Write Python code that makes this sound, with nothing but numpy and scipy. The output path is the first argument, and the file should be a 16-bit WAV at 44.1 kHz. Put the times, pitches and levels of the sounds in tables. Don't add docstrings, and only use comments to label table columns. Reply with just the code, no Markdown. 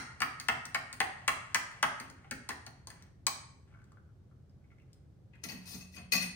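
import sys
import numpy as np
from scipy import signal
from scipy.io import wavfile

SR = 44100
rng = np.random.default_rng(int(sys.argv[2]) if len(sys.argv) > 2 else 0)


def boost(x):
    u = np.asarray(x, float) / 20
    return 10 ** u


def wav_record(signal):
    frames = np.transpose(np.atleast_2d(signal))
    bounded = np.clip(frames, -1, 1)
    quanta = np.round(bounded * 32767).astype(np.int16)
    wavfile.write(sys.argv[1], SR, quanta)


N = 280035
LEAD = 4410
SPAN = N + LEAD
TIME_S = (np.arange(SPAN) - LEAD) / SR

# f/Hz, level/dB per Hz
TICK_COLOUR = [(2120, -31.5), (3600, -11), (4120, -1.5), (7030, -1.5), (7780, -4), (8400, -6), (9180, -4),
               (10400, -18.5), (15600, -18), (16500, -23)]


def rms_one(x):
    return x / np.sqrt(np.mean(x ** 2) + 1e-20)


def level_curve(rows):
    s, db = np.transpose(rows)
    return boost(np.interp(TIME_S, s, db, left=-120, right=-120))


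def at_hz(points, hz, column=1):
    points = np.array(points)
    return np.interp(np.log(hz), np.log(points[:, 0]), points[:, column])


def clicks(s, db):
    out = np.full(SPAN, 1e-18)
    np.add.at(out, (np.asarray(s) * SR).round().astype(int) + LEAD, boost(db))
    return out


def ring(force, hz, t60):
    r, w = boost(-60 / (t60 * SR)), 2 * np.pi * hz / SR
    return signal.lfilter([0, np.sin(w)], [1, -2 * r * np.cos(w), r * r], force)


def strike(s, db, modes, spread_db):
    luck = rng.standard_normal((len(s), len(modes)))
    out = 0
    for k, (hz, mode_db, t60) in enumerate(modes):
        force = clicks(s, db(hz) + mode_db + spread_db * luck[:, k])
        out = out + (-1) ** k * ring(force, hz, t60)
    return out


def grains(per_s, spread_db):
    sizes = boost(spread_db * np.minimum(rng.exponential(1, SPAN), 4)) * rng.choice([-1, 1], SPAN)
    return rms_one(sizes * (rng.random(SPAN) < per_s / SR))


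def bands(white, low_hz=0):
    edges_hz = 25 * 2 ** np.arange(0, 9.6, .5)
    for k, (low, high) in enumerate(zip(edges_hz, edges_hz[1:])):
        if low > low_hz:
            sos = signal.butter(2, [low, high], "band", fs=SR, output="sos")
            yield np.sqrt(low * high), signal.sosfilt(sos, white[k % 2])


def stereo(mid, side, likeness):
    likeness = np.clip(likeness, 0, 1)
    return np.sqrt(1 + likeness) * mid + np.sqrt(1 - likeness) * side * [[1], [-1]]


def bursts(s, db, t60, rise_hz):
    fade = signal.lfilter([1], [1, -boost(-60 / (t60 * SR))], clicks(s, db))
    swell = np.exp(-2 * np.pi * rise_hz / SR)
    return signal.lfilter([1 - swell], [1, -swell], fade) * rng.standard_normal((2, SPAN))


def colour(pair, spectrum, gain=lambda hz: 1):
    return sum(boost(at_hz(spectrum, hz)) * band * gain(hz) for hz, band in bands(pair, low_hz=300))


def held(s, db):
    latest = np.searchsorted(s, TIME_S + 40 / SR) - 1
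    return boost(db)[np.maximum(latest, 0)]


def flutter(rate_hz, depth_db):
    sos = signal.butter(2, rate_hz, fs=SR, output="sos")
    return boost(depth_db * rms_one(signal.sosfilt(sos, rng.standard_normal(SPAN))))


def deaf_band(x):
    return signal.sosfilt(signal.butter(4, [10200, 13200], "bandstop", fs=SR, output="sos"), x)


def strokes():
    # t/s, tick/dB, knock/dB, glance/dB (how far a slanting blow spares deep and high modes), thump/dB
    stroke_rows = [(0.2037, -32, -35.5, 4, -51), (0.2182, -23, -24.5, 10.5, -48.5),
                   (0.399, -31, -41.5, 20, -58.5), (0.4843, -23, -23.5, 3, -46),
                   (0.6538, -32.5, -49, 22, -58), (0.7458, -26.5, -27, 5, -51), (0.928, -34, -45, 9, -56.5),
                   (1.0021, -22.5, -26, -1.5, -52.5), (1.0854, -63, -65, -6, -69),
                   (1.2785, -19, -23.5, 2.5, -52.5), (1.5454, -18, -23.5, 2, -51.5),
                   (1.7152, -51.5, -58, 13, -98), (1.8272, -22.5, -21, 0.5, -46.5),
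                   (1.9996, -35, -42, 22, -50.5), (2.0997, -45, -57, 16, -54.5),
                   (2.2433, -81.5, -59.5, -1, -68), (2.3107, -30, -35.5, 15, -43),
                   (2.4897, -28, -39.5, -5.5, -49.5), (2.6645, -39.5, -52, -4.5, -59.5),
                   (2.8714, -36, -60.5, 3, -70), (2.9022, -41.5, -54.5, 11, -70.5),
                   (3.2668, -16.5, -39.5, -10, -57)]
    # tick/dB, knock/dB, glance/dB, thump/dB
    earlier_row = (-20.5, -26.5, 8, -42.5)
    # f/Hz, level/dB, t60/s
    bowl_modes = [(682.6, -5.5, 0.017), (778.3, 1.5, 0.053), (890, -5.5, 0.041), (1088.6, 4.5, 0.017),
                  (1080, 1, 0.028), (1284, -4.5, 0.054), (1432, -4, 0.018), (1422, -1, 0.066),
                  (1790, -0.5, 0.017), (1868, 0.5, 0.032), (2140, 4.5, 0.026), (2118, -4.5, 0.025),
                  (2603, -5, 0.054), (3146, -20, 0.0017)]
    # f/Hz, level/dB, t60/s
    bright_modes = [(4540, 0, 0.012), (6453, -11, 0.039), (8080, -6, 0.026), (9050, 3.5, 0.0047),
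                    (15600, -17, 0.014)]
    # f/Hz, level/dB, t60/s
    counter_modes = [(130, 1.5, 0.045), (199.7, 3.5, 0.036), (255.5, 2.5, 0.054), (394.3, -10, 0.065),
                     (515, -5, 0.03)]
    # f/Hz, level/dB per Hz
    knock_colour = [(380, -36), (650, -6.5), (1180, 4), (1510, -6.5), (1930, 5), (3580, -15), (4450, -20.5),
                    (4800, -25.5), (6240, -60), (10600, -120)]

    s, tick_db, middle_db, glance_db, thump_db = np.transpose([(-.06, *earlier_row)] + list(stroke_rows))
    knock_db = [middle_db - 0.15 - glance_db, middle_db, middle_db + 2 - 0.44 * glance_db]
    register = lambda hz: int(hz > 1250) + int(hz > 2300)

    tick = colour(bursts(s, tick_db + 11.0, t60=0.0056, rise_hz=310), TICK_COLOUR)
    bright_rings = strike(s, lambda hz: tick_db - 6.5, bright_modes, spread_db=0.0)

    bowl = strike(s + 0.002555, lambda hz: knock_db[register(hz)] - 11.0, bowl_modes, spread_db=4.0)
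    bowl = np.convolve(bowl, np.hanning(11) / 3)[:SPAN]

    force = [held(s, db) for db in knock_db]
    blow = clicks(s + 0.001986, 28 + 0 * s) * [[1], [-1]]
    puff = bursts(s + 0.0014, 6 + 0 * s, t60=0.049, rise_hz=200)
    clack = colour(blow + puff, knock_colour, lambda hz: force[register(hz)])

    thump = strike(s + 0.0057, lambda hz: thump_db + 0.5, counter_modes, spread_db=-1.0)
    return tick + bright_rings + bowl + clack + thump


def drag():
    # t/s, length/s, level/dB, fade/(dB/s)
    drag_rows = [
        (0.0, 2.08, -69, -2.3),
        (2.015, 0.82, -72, 7),
        (2.892, 0.19, -69, 33),
        (3.686, 0.29, -79.5, 32),
        (4.641, 0.41, -89.5, 9),
    ]
    # f/Hz, level/dB per Hz
    drag_colour = [(290, -41), (500, -7), (2230, -1.5), (3290, -15), (8210, -18), (10700, -37.5),
                   (11300, -55.5), (14700, -31), (16000, -43)]
    edge_s, turn_s, turn_db, turn_peak_s = 0.027, 0.24, 2, 1.51

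    level = 0
    for s, length_s, db, fade in drag_rows:
        end_s, end_db = s + length_s, db - fade * length_s
        level = level + level_curve([(s - edge_s, db - 14), (s, db),
                                     (end_s, end_db), (end_s + edge_s, end_db - 17)])
    turn = boost(turn_db * np.cos(2 * np.pi * (TIME_S - turn_peak_s) / turn_s))
    wet = colour([grains(1000, spread_db=1.0), grains(1500, spread_db=6.5)], drag_colour)
    return level * turn * rms_one(deaf_band(wet))


def hum():
    # f/Hz, level/dB per Hz
    hum_colour = [(15, -49), (25, -15.5), (40, -15.5), (80, -4), (117, -3), (236, -19), (373, -22),
                  (591, -31), (659, -29.5), (714, -42.5), (1560, -38), (2000, -47.5), (5280, -50),
                  (14800, -62), (16000, -67.5)]
    # f/Hz, left-right likeness/1
    hum_likeness = [(60, 1), (240, 0.75), (950, 0.13), (3770, 0.041), (15000, 0.17)]
    out = 0
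    for hz, (mid, side) in bands(rng.standard_normal((2, 2, SPAN))):
        out = out + boost(at_hz(hum_colour, hz)) * stereo(mid, side, at_hz(hum_likeness, hz))
    return boost(-57.5) * rms_one(out)


def smacks():
    # t/s, peak/dB, f/Hz, brightness/dB
    smack_rows = [(2.5073, -28, 1854, -13), (2.666, -42.5, 4330, -30), (2.873, -43.5, 1006, -24),
                  (2.903, -45.5, 1780, -29.5), (3.0234, -60, 1850, 9.5), (3.7267, -59.5, 1270, -33.5),
                  (3.7473, -53, 1460, -32.5), (3.74, -60, 2180, -20), (3.79, -57.5, 1500, -20),
                  (3.80, -65, 2200, -18), (3.7734, -59, 1294, -25.5), (3.8182, -57.5, 1550, -17),
                  (3.8414, -67.5, 1547, 2.5), (3.9194, -54, 1240, -7.5), (3.9715, -53.5, 1478, -32),
                  (4.0907, -65.5, 1370, -25), (4.313, -62, 1280, -26), (4.496, -68, 5100, -9.5),
                  (4.6424, -68.5, 2150, -19), (4.7044, -61.5, 2140, -28), (4.7167, -59, 2100, -22.5),
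                  (4.72, -62, 1320, -18.5), (4.7845, -61, 2130, -14), (4.8, -62.5, 2700, -15),
                  (4.8194, -69, 2420, -6.5), (4.9307, -61.5, 5100, 7), (5.3342, -60, 2650, -24),
                  (5.3553, -59, 1670, -7)]
    pops = 0
    for s, peak_db, hz, _ in smack_rows:
        pops = pops + ring(clicks([s, s + 0.0059], [peak_db + 0.5, peak_db - 12.5]), hz, 0.017)
    s, peak_db, _, bright_db = np.transpose(smack_rows)
    crack = bursts(s, peak_db + bright_db + 12.5, t60=0.0065, rise_hz=404)
    return pops + colour(crack, TICK_COLOUR)


def rim_tap():
    # f/Hz, level/dB, t60/s
    rim_modes = [(793, -8, 0.014), (1135, -8, .02), (1650, -3, 0.0082), (2275, 0.5, 0.024),
                 (2480, -2.5, .02), (3130, 0, 0.0088), (3270, -8, .012), (4000, 3, .025), (6130, -3, 0.024),
                 (6820, -5.5, .02), (7900, 10, 0.021), (8770, 3, 0.014), (9020, -7.5, 0.016)]
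    tap_s, tap_db = 3.2685, -31
    return sum((-1) ** k * ring(clicks([tap_s], [tap_db + db]), hz, t60)
               for k, (hz, db, t60) in enumerate(rim_modes))


def sink():
    # t/s, peak/dB, basin boom/dB, brightness/dB, low sheet modes/dB
    drop_rows = [(5.441, -39, -49, -18, -2.5), (5.4878, -30, -59, -40, -5), (5.5185, -50, -48, -8.5, 2),
                 (5.6558, -44, -67, -19, -4), (5.676, -51.5, -87, -4.5, -1), (5.7295, -61, -48, -8, -9),
                 (5.8059, -38.5, -61, -38.5, -4.5), (5.9392, -50, -59.5, -39, 4),
                 (5.9615, -41, -57.5, -25, -19), (5.9837, -46, -57.5, -36, -12),
                 (6.1213, -16, -45.5, -6, 4.5), (6.1329, -15.5, -43.5, -23, -0.5),
                 (6.153, -26.5, -56, -28.5, 4), (6.223, -32.5, -53.5, -20.5, 12.5),
                 (6.2689, -48, -54.5, -26.5, -5)]
    # peak t/s, peak/dB, swell/s, dying/s, scrape/dB
    rattle_rows = [
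        (5.336, -63, 0.018, 0.2, -27),
        (5.438, -37, 0.006, 0.026, 1),
        (5.487, -44, 0.013, 0.16, -3),
        (5.678, -55.5, 0.091, 0.24, 10),
        (5.746, -57, 0.14, 0.095, 7),
        (5.978, -44, 0.062, 0.042, -18),
        (6.123, -37, 0.0093, 0.12, 7),
        (6.227, -44.5, 0.029, 0.053, 8),
    ]
    # f/Hz, level/dB, t60/s
    steel_modes = [(735, -20, .1), (1141, -15, .12), (1954, -3, .1), (2050, -4, .08), (2482, -1, .1),
                   (2553, -2, .1), (2606, 1, .12), (3935, -12, .1), (4323, -4, .2), (4540, -3, .07),
                   (4750, -1, .05), (5250, -4, .05), (5523, -6, .1), (5950, -5, .05), (6422, 0, .15),
                   (7500, -8, .05), (8839, -4, .14), (9157, -15, .06), (9803, -12, .05), (13560, -9, .07),
                   (14570, -10, .1)]
    # f/Hz, level/dB, t60/s
    basin_modes = [(113.4, -8.5, 0.82), (183.5, -2, 0.52), (254.3, -8, 0.21), (367, -4.5, 0.016)]
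    # f/Hz, level/dB per Hz
    steel_colour = [(240, -50), (400, -20), (1130, -11.5), (1700, -18), (2550, -4.5), (3320, -23.5),
                    (4400, -3), (6590, -10.5), (7940, -34.5), (9130, -4.5), (11500, -7), (15000, -28),
                    (16500, -51)]

    s, peak_db, boom_db, bright_db, sheet_db = np.transpose(drop_rows)

    def blow_db(hz):
        return peak_db - 21.5 + (bright_db + 13.0) * (hz > 11000) + sheet_db * (1500 < hz < 3000)

    blows = sum(flutter(66, depth_db=6.5) * strike(s, blow_db, steel_modes[k::3], spread_db=6.0)
                for k in range(3))
    sparkle, sheet = held(s, bright_db + 19.5), held(s, sheet_db)
    crash = colour(bursts(s, peak_db, t60=0.036, rise_hz=501), steel_colour,
                   lambda hz: sparkle if hz > 11000 else sheet if 1500 < hz < 3000 else 1)
    boom = strike(s + 0.00744, lambda hz: boom_db, basin_modes, spread_db=1.5)

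    range_db = 30
    level = sum(level_curve([(s - swell_s, db - range_db), (s, db), (s + dying_s, db - range_db)])
                for s, db, swell_s, dying_s, _ in rattle_rows)
    skid_s, *_, scrape_db = np.transpose(rattle_rows)
    scrape = held(skid_s - .02, scrape_db)
    sheen = held(skid_s - .02, -15 + 0.9 * scrape_db)
    tone = lambda hz: sheen if hz > 11000 else scrape if hz > 3600 else 1
    slide = np.array([grains(2000, spread_db=3.0), grains(2100, spread_db=3.0)]) * level
    shifts = [flutter(25, depth_db=7.0) for k in range(5)]
    rattle = 0
    for k, (hz, mode_db, t60) in enumerate(steel_modes):
        force = slide[k % 2] * boost(mode_db - 36.5) * tone(hz) * shifts[k % 5]
        rattle = rattle + ring(force, hz, 0.33 * t60)
    hiss = boost(10.0) * colour(slide, steel_colour, tone)
    return blows + crash + boom + rattle + hiss


def kitchen(x, pan_db, lag, wet_db):
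    # f/Hz, t60/s, level/dB
    tail_rows = [(200, .45, -4.5), (700, 0.55, -6.5), (1500, 0.63, -11.5), (4230, 0.5, -13.5),
                 (8200, 0.5, -18.5), (15000, 0.21, 0)]
    # t/s, level/dB, pan/dB
    echo_rows = [
        (.0035, -10.5, 18),
        (.0085, -8, -12.5),
        (0.013, -5.5, 2.5),
    ]

    t, response = np.arange(SR) / SR, np.zeros((2, SR))
    for hz, (mid, side) in bands(rng.standard_normal((2, 2, SR))):
        tail = stereo(mid, side, .95 - 0.28 * np.log2(hz / 150))
        decay_db = -60 * t / at_hz(tail_rows, hz)
        response += tail * boost(at_hz(tail_rows, hz, column=2) + wet_db - 24 + decay_db)
    response *= 1 - np.exp(-(t / 0.001) ** 2)

    echoes, sides = np.zeros((2, SR)), np.array([.5, -.5])
    for s, echo_db, turn_db in echo_rows:
        echoes[:, round(s * SR)] = boost(echo_db + sides * (turn_db + pan_db))
    dull = signal.sosfilt(signal.butter(1, 3000, fs=SR, output="sos"), echoes)
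    response = deaf_band(response + dull)
    response[:, 0] += boost(sides * pan_db)
    response[1] = np.interp(np.arange(SR) - lag, np.arange(SR), response[1], left=0)
    return signal.fftconvolve(x[None] if x.ndim == 1 else x[None], response, axes=1)[:, :SPAN] \
        if x.ndim == 1 else signal.fftconvolve(x, response, axes=1)[:, :SPAN]


def scene():
    bowl = kitchen(strokes() + rim_tap() + smacks() + drag(), pan_db=3.5, lag=4, wet_db=-0.5)
    steel = kitchen(sink(), pan_db=2.0, lag=7.3, wet_db=0.5)
    steel = deaf_band(steel) + boost(-19.5) * steel
    return (bowl + steel + hum())[:, LEAD:]


def band_limit(x):
    return signal.sosfilt(signal.butter(12, 17030, fs=SR, output="sos"), x)


def record(dry):
    mix = signal.sosfilt(signal.cheby2(10, 60, 17150, fs=SR, output="sos"), dry)
    mix = signal.sosfilt(signal.butter(2, 38, "high", fs=SR, output="sos"), mix)
    return band_limit(mix)


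dry = scene()
out = record(dry)
wav_record(out)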